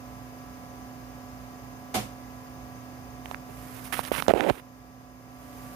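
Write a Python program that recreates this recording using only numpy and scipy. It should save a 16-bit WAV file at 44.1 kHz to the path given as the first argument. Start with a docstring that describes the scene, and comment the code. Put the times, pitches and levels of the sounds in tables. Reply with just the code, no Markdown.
"""Inside the open cabinet of a television: cooling fans hum as drifting partials, over mains hum and air noise.
A sharp clack rings through the cabinet as decaying, coloured noise.
A finger then taps (pressure swings with cracks) and slides (clumpy friction noise) over the right
microphone port, the palm rustles on the casing, and loud peaks make the recorder turn its gain down."""
import sys
import numpy as np
from scipy import signal
from scipy.fft import rfft, irfft, next_fast_len
from scipy.io import wavfile
from scipy.ndimage import minimum_filter1d, map_coordinates

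SR = 44100
rng = np.random.default_rng(int(sys.argv[2]) if len(sys.argv) > 2 else 0)


def wav_record(signal):
    """Record a signal, one row per channel, as 16-bit PCM in the file named by sys.argv[1]."""
    frames = np.transpose(np.atleast_2d(signal))
    bounded = np.clip(frames, -1, 1)
    # unit amplitude maps onto the largest positive 16-bit level
    quanta = np.round(bounded * 32767).astype(np.int16)
    wavfile.write(sys.argv[1], SR, quanta)


N = 253575


def amp(db):
    """Decibels to gain."""
    return 10 ** (np.asarray(db) / 20)


def unit(x):
    """x at rms 1."""
    return x / np.sqrt(np.mean(x ** 2) + 1e-20)


def along(points, hz):
    """Each column of a (f/Hz, ..) table, interpolated on a log frequency axis."""
    f, *cols = np.transpose(points)
    return np.array([np.interp(np.log(hz + 1), np.log(f + 1), c) for c in cols])


def clock():
    """Time of each sample, s."""
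    return np.arange(N) / SR


def wobble(rate_hz):
    """Smooth random curve, rate_hz knots a second."""
    knots = rng.standard_normal(int(N * rate_hz / SR) + 4)
    fine = np.arange(0, len(knots) - 1, 1 / 10)
    smooth = map_coordinates(knots, [fine])
    return np.interp(clock() * rate_hz, fine, smooth)


def filtered(x, response):
    """x through a zero-phase response of frequency."""
    m = next_fast_len(N + SR // 2)
    return irfft(rfft(x, m) * response(np.fft.rfftfreq(m, 1 / SR)), m)[..., :N]


# left-right likeness of the ports: f/Hz, cosine of the phase skew or noise correlation
PORT_LIKENESS = [(60, 0.92), (300, 0.94), (640, 0.62), (1400, -0.28), (3000, -0.066)]


def port_skew(hz):
    """Angle between the ports, rad: small in the bass, about a quarter turn in the treble."""
    return np.arccos(np.clip(along(PORT_LIKENESS, hz)[0], -1, 1))


def tone(turns, left_db, right_db, flutter_db, jitter_rad):
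    """One partial shaken by turbulence; the higher, the more its phase wavers and differs between ports."""
    hz = turns[-1] * SR / N
    phase = 2 * np.pi * (turns + rng.random()) + jitter_rad * (1 + hz / 700) * wobble(11)
    left = amp(left_db) * np.sin(phase)
    right = amp(right_db) * np.sin(phase - port_skew(hz))
    return np.sqrt(2) * amp(flutter_db * wobble(11)) * np.array([left, right])


def cabinet_noise(spectrum, resonances, unevenness_db, spacing_hz=60):
    """Stereo noise coloured by the cabinet; the ports share the bass but hear unrelated treble."""
    def split(hz):
        half = port_skew(hz) / 2
        return np.array([np.cos(half), np.sin(half)])

    # fine random unevenness of the spectrum, stronger in the treble, different in each channel
    knots = rng.standard_normal((2, SR // 20))

    def colour(hz):
        humps = sum(db / (1 + (2 * (hz - centre) / width) ** 2) for centre, width, db in resonances)
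        uneven = np.array([np.interp(hz / spacing_hz, np.arange(len(k)), k) for k in knots])
        return amp(along(spectrum, hz) + humps + unevenness_db * uneven * hz / (hz + 1500))

    mid, side = filtered(rng.standard_normal((2, N)), split)
    return filtered(np.array([mid + side, mid - side]), colour) * np.sqrt(SR / 2)


def push(t, hz, cycles_to_peak=0.36):
    """Pressure swing of a cycle or two."""
    t = np.maximum(t, 0)
    u = t * hz / cycles_to_peak
    return np.sin(2 * np.pi * hz * t) * u * np.exp(1 - u)


def contact(start_s, end_s, rise_s, fall_s):
    """Attack, hold and release of one touch."""
    t = clock()
    attack = 1 - np.exp(-np.maximum(t - start_s, 0) / rise_s)
    return attack * np.exp(-np.maximum(t - end_s, 0) / fall_s)


def skin_noise(spectrum, grain_db, grain_rate_hz):
    """Skin catches and slips, so friction noise comes in tiny clumps; rms 1."""
    slips = rng.standard_normal(N) * amp(grain_db * wobble(grain_rate_hz))
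    return unit(filtered(slips, lambda hz: amp(along(spectrum, hz)[0])))


# main fan speed: t/s, shaft rate f/Hz
SHAFT_RATE = [(0, 145.36), (1.1, 145.23), (1.8, 145.35), (3.1, 145.17), (4.2, 145.62), (5.0, 145.38)]


def shaft_turns():
    """Turns of the main shaft: its drifting rate integrated."""
    return np.cumsum(np.interp(clock(), *np.transpose(SHAFT_RATE))) / SR


# main fan partials: multiple of shaft rate, left level/dB, right level/dB, gain after the move/dB
FAN_ORDERS = [(1, -63, -61.5, 6), (2, -77, -59.5, 3), (3, -65.5, -79, -3), (4, -63, -65.5, 5),
              (5, -58, -54, 0), (6, -67, -73, 0), (7, -64, -58.5, -6), (8, -57.5, -65, 7),
              (9, -63, -62.5, -3), (10, -70.5, -79, 2)]
MOVE_S, MOVE_TAKES_S = 5.5, 0.19


def main_fan(turns):
    """Shaft harmonics; the microphone drifts to another spot in the fan's standing waves."""
    moved = (1 + np.tanh((clock() - MOVE_S) / MOVE_TAKES_S)) / 2
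    return sum(amp(gain_db * moved) * tone(k * turns, left, right, flutter_db=1.06, jitter_rad=0.086)
               for k, left, right, gain_db in FAN_ORDERS)


# blade and motor tones: f/Hz at the reference shaft rate, left level/dB, right level/dB
OTHER_FAN_TONES = [(57.2, -60.5, -56.5), (254.4, -50.5, -45.5), (410, -68.5, -66.5), (507, -76, -66),
                   (547.7, -64.5, -61.5), (682.5, -62.5, -60.5), (990, -84, -60), (1134, -65, -76),
                   (1670, -63, -65.5), (4760, -89.5, -76), (5000, -86, -74.5)]
SHAFT_REF_HZ = 145.35


def other_fans(turns):
    """Blade and motor tones, drifting in proportion to the main shaft."""
    return sum(tone(hz * turns / SHAFT_REF_HZ, left, right, flutter_db=0.17, jitter_rad=0.14)
               for hz, left, right in OTHER_FAN_TONES)


# finger taps at the port: t/s, push level/dB, push f/Hz, crack level re push/dB
FINGER_TAPS = [(3.2577, -23.5, 940, -3), (3.3128, -17.5, 815, -11.5), (3.3454, -15.5, 1670, -10),
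               (3.9923, -7, 870, -14), (4.051, -22.5, 5700, -1.5), (4.1166, -5.5, 514, -21),
               (4.2235, -9, 1130, -6), (4.2652, -21, 1300, -17), (4.2826, 6, 540, -15),
               (4.3371, 5.5, 520, -18.5), (4.4075, 1, 1800, -13.5), (4.4985, 1, 864, -9.5)]
THUD_HZ, THUD_DB, THUD_LAG_S = 159, -22.5, 0.0021  # level re push
CRACK_LOW_HZ, CRACK_HIGH_HZ, CRACK_T60_S = 1110, 3140, 0.0075
FIZZ_DB, FIZZ_T60_S = -8.5, 0.0025  # wide-band edge, level re crack


def taps():
    """Each touch cracks and pumps the port; the flesh of the fingertip then settles with a soft thud."""
    out, t = np.zeros(N + SR), np.arange(SR // 20) / SR
    band = signal.butter(2, [CRACK_LOW_HZ, CRACK_HIGH_HZ], "bandpass", fs=SR, output="sos")
    thud = amp(THUD_DB) * push(t - THUD_LAG_S, THUD_HZ)
    for start_s, db, hz, crack_db in FINGER_TAPS:
        body, edge = rng.standard_normal((2, len(t)))
        crack = unit(signal.sosfilt(band, body)) * amp(-60 * t / CRACK_T60_S)
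        fizz = edge * amp(FIZZ_DB - 60 * t / FIZZ_T60_S)
        tap = amp(crack_db) * (crack + fizz) + push(t, hz) + thud
        out[round(start_s * SR):][:len(t)] += amp(db) * tap
    return out[:N]


# strokes over the port: start t/s, end t/s, scrape level/dB, seal 0-1
FINGER_STROKES = [(3.485, 3.518, -57.5, 0.86), (3.743, 3.795, -48, 0.5), (3.838, 3.879, -46.5, 0),
                  (3.923, 3.944, -25, 0), (3.945, 4.009, -34.5, 0.03), (4.03, 4.086, -38, 0.2),
                  (4.118, 4.204, -28, 0.18), (4.2, 4.256, -48, 0), (4.279, 4.317, -23.5, 0.63),
                  (4.292, 4.311, -20, 0.92), (4.345, 4.476, -28, 0.86), (4.478, 4.505, -21.5, 0.74),
                  (4.503, 4.599, -40.5, 0.49)]
# air sealed under the finger: f/Hz, relative level/dB
TRAPPED_AIR = [(30, -45), (100, -24), (220, -5.5), (400, -0.5), (650, -2), (820, -5), (1050, -19),
               (2500, -64)]
# skin scrape: f/Hz, relative level/dB
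SCRAPE_COLOUR = [(60, -11), (150, 3), (450, -18), (1000, 2), (1800, 0), (2700, -2), (3600, -9.5),
                 (4500, -19), (6000, -26), (7500, -20.5), (15000, -50)]
# skin hiss: f/Hz, relative level/dB
HISS_COLOUR = [(500, -25), (2000, -13), (3500, -2.5), (6000, -5.5), (7500, -11), (9500, 2.5), (12500, -1),
               (15500, -3)]
OPEN_AIR_DB, SEAL_AIR_DB = -13.5, 29  # trapped air re scrape, port open; gain at full seal
HISS_DB, HISS_DB_PER_DB, SEAL_HISS_DB = -13.5, 0.6, -14.5  # offset; growth with scrape; gain at full seal


def rubbing(grip_s=0.0019, let_go_s=0.0049):
    """Strokes scrape and hiss; a finger sealing the port dulls the hiss and makes trapped air rumble."""
    levels = np.zeros((3, N))
    for start, end, scrape_db, seal in FINGER_STROKES:
        air_db = scrape_db + OPEN_AIR_DB + SEAL_AIR_DB * seal
        hiss_db = HISS_DB + HISS_DB_PER_DB * scrape_db + SEAL_HISS_DB * seal
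        stroke = amp([air_db, scrape_db, hiss_db])[:, None] * contact(start, end, grip_s, let_go_s)
        levels = np.maximum(levels, stroke)
    trapped = skin_noise(TRAPPED_AIR, grain_db=3.5, grain_rate_hz=270)
    scrape = skin_noise(SCRAPE_COLOUR, grain_db=3.5, grain_rate_hz=490)
    hiss = skin_noise(HISS_COLOUR, grain_db=1.5, grain_rate_hz=550)
    return (levels * [trapped, scrape, hiss]).sum(0)


def lift_plop(lift_s=4.503, level_db=-10, hz=133):
    """The finger comes off the port and the trapped air escapes with a plop."""
    return amp(level_db) * push(clock() - lift_s, hz)


# palm brushing the casing: start t/s, end t/s, level/dB
PALM_BRUSHES = [(3.22, 3.328, -42.5), (3.447, 4.533, -45), (5.288, 5.75, -49.5)]
# palm rustle: f/Hz, relative level/dB
PALM_COLOUR = [(100, -6), (600, 4), (1300, 9), (2500, 3), (4200, -3.5), (7500, -3), (9500, 0), (12500, 3),
               (15500, -2)]


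def palm(rise_s=0.13, fall_s=0.022):
    """The palm slides on the casing as the grip shifts: a rustle that swells slowly and stops quickly."""
    level = sum(amp(db) * contact(start, end, rise_s, fall_s) for start, end, db in PALM_BRUSHES)
    return level * skin_noise(PALM_COLOUR, grain_db=1.5, grain_rate_hz=300)


# clack before panels and band gains: f/Hz, left density/(dB per Hz), right density/(dB per Hz)
CLACK_COLOUR = [(30, -78, -75), (70, -71, -60), (119, -56, -51), (350, -63, -56.5), (745, -62.5, -57.5),
                (1200, -66, -64.5), (1700, -68, -65.5), (2740, -67.5, -65), (4200, -67.5, -70.5),
                (6500, -69, -73), (9500, -76, -70), (13000, -84, -70.5), (15500, -86, -80)]
# cabinet panels: f/Hz, width/Hz, gain/dB
PANEL_MODES = [(164, 29, -14), (213, 24, 10), (740, 42, 11), (1300, 130, 6.5), (2100, 250, 3.5)]
CLACK_S = 1.9405


def clack(rise_s=0.0045, bass_rise_s=0.013, t60_s=0.29, bass_t60_s=0.31, split_hz=320, upper_db=3.5, bass_db=8):
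    """A clack deep in the cabinet arrives as dense reflections; the bass builds up more slowly."""
    t = np.maximum(clock() - CLACK_S, 0)
    ring = cabinet_noise(CLACK_COLOUR, PANEL_MODES, unevenness_db=0.5)
    bass = filtered(ring, lambda hz: 1 / (1 + (hz / split_hz) ** 4))
    upper = (ring - bass) * (1 - np.exp(-t / rise_s)) * amp(upper_db - 60 * t / t60_s)
    return upper + bass * (1 - np.exp(-t / bass_rise_s)) ** 2 * amp(bass_db - 60 * t / bass_t60_s)


# mains hum: f/Hz, left level/dB, right level/dB
MAINS_TONES = [(60.4, -69, -63.5), (118.6, -62.5, -50)]


def mains_hum():
    """Mains partials at fixed pitch, fluttering in level."""
    return sum(tone(hz * clock(), left, right, flutter_db=1.9, jitter_rad=0.065)
               for hz, left, right in MAINS_TONES)


# rushing air before resonances: f/Hz, left density/(dB per Hz), right density/(dB per Hz)
AIR_COLOUR = [(25, -92, -90), (42, -91, -81), (57, -78, -71), (126, -78.5, -73.5), (324, -84, -78),
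              (423, -85, -86.5), (790, -91, -82.5), (1390, -89, -86.5), (2280, -90, -87.5),
              (3540, -99, -99), (6380, -95, -101), (8070, -106, -104), (11200, -105, -99),
              (15000, -103, -96.5)]
# air resonances and hollows: f/Hz, width/Hz, gain/dB
CABINET_MODES = [(537, 180, 4.5), (767, 92, 8.5), (1080, 130, 1), (1900, 150, 4), (2240, 520, -4.5),
                 (5200, 130, 5.5), (6470, 400, 1.5), (10660, 250, 4), (14300, 340, 2.5)]


def rushing_air():
    """Fan-driven air: steady noise shaped by the cabinet's resonances."""
    return cabinet_noise(AIR_COLOUR, CABINET_MODES, unevenness_db=4.0)


def scene():
    """Finger at the right port; a trace, mostly treble, crosses the casing to the left one."""
    turns = shaft_turns()
    finger = taps() + rubbing() + lift_plop() + palm()
    leak_points = [(600, -48), (2500, -32.0), (6000, -11.5), (11000, -26)]  # f/Hz, gain/dB
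    leak = filtered(finger, lambda hz: amp(along(leak_points, hz)[0]))
    fans = main_fan(turns) + other_fans(turns)
    return fans + np.array([leak, finger]) + clack() + mains_hum() + rushing_air()


def record(dry, trigger_db=-6.5, depth_db=5.5, hold_s=0.66, release_db_per_s=12, low_hz=45, top_hz=15550):
    """Low cut; loud peaks turn the gain down, it holds and creeps back; then clipping and a band limit."""
    dry = signal.sosfilt(signal.butter(8, low_hz, "high", fs=SR, output="sos"), dry)
    peak_db = 20 * np.log10(np.abs(dry).max(0) + 1e-9)
    over_db = np.clip(peak_db - trigger_db, 0, depth_db)
    size = int(hold_s * SR) | 1
    held_db = -minimum_filter1d(-over_db, size, origin=size // 2, mode="constant")
    ramp_db = release_db_per_s * clock()
    cut_db = np.maximum.accumulate(held_db + ramp_db) - ramp_db
    return filtered(np.clip(dry * amp(-cut_db), -1, 1), lambda hz: hz < top_hz)


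dry = scene()
out = record(dry)
wav_record(out)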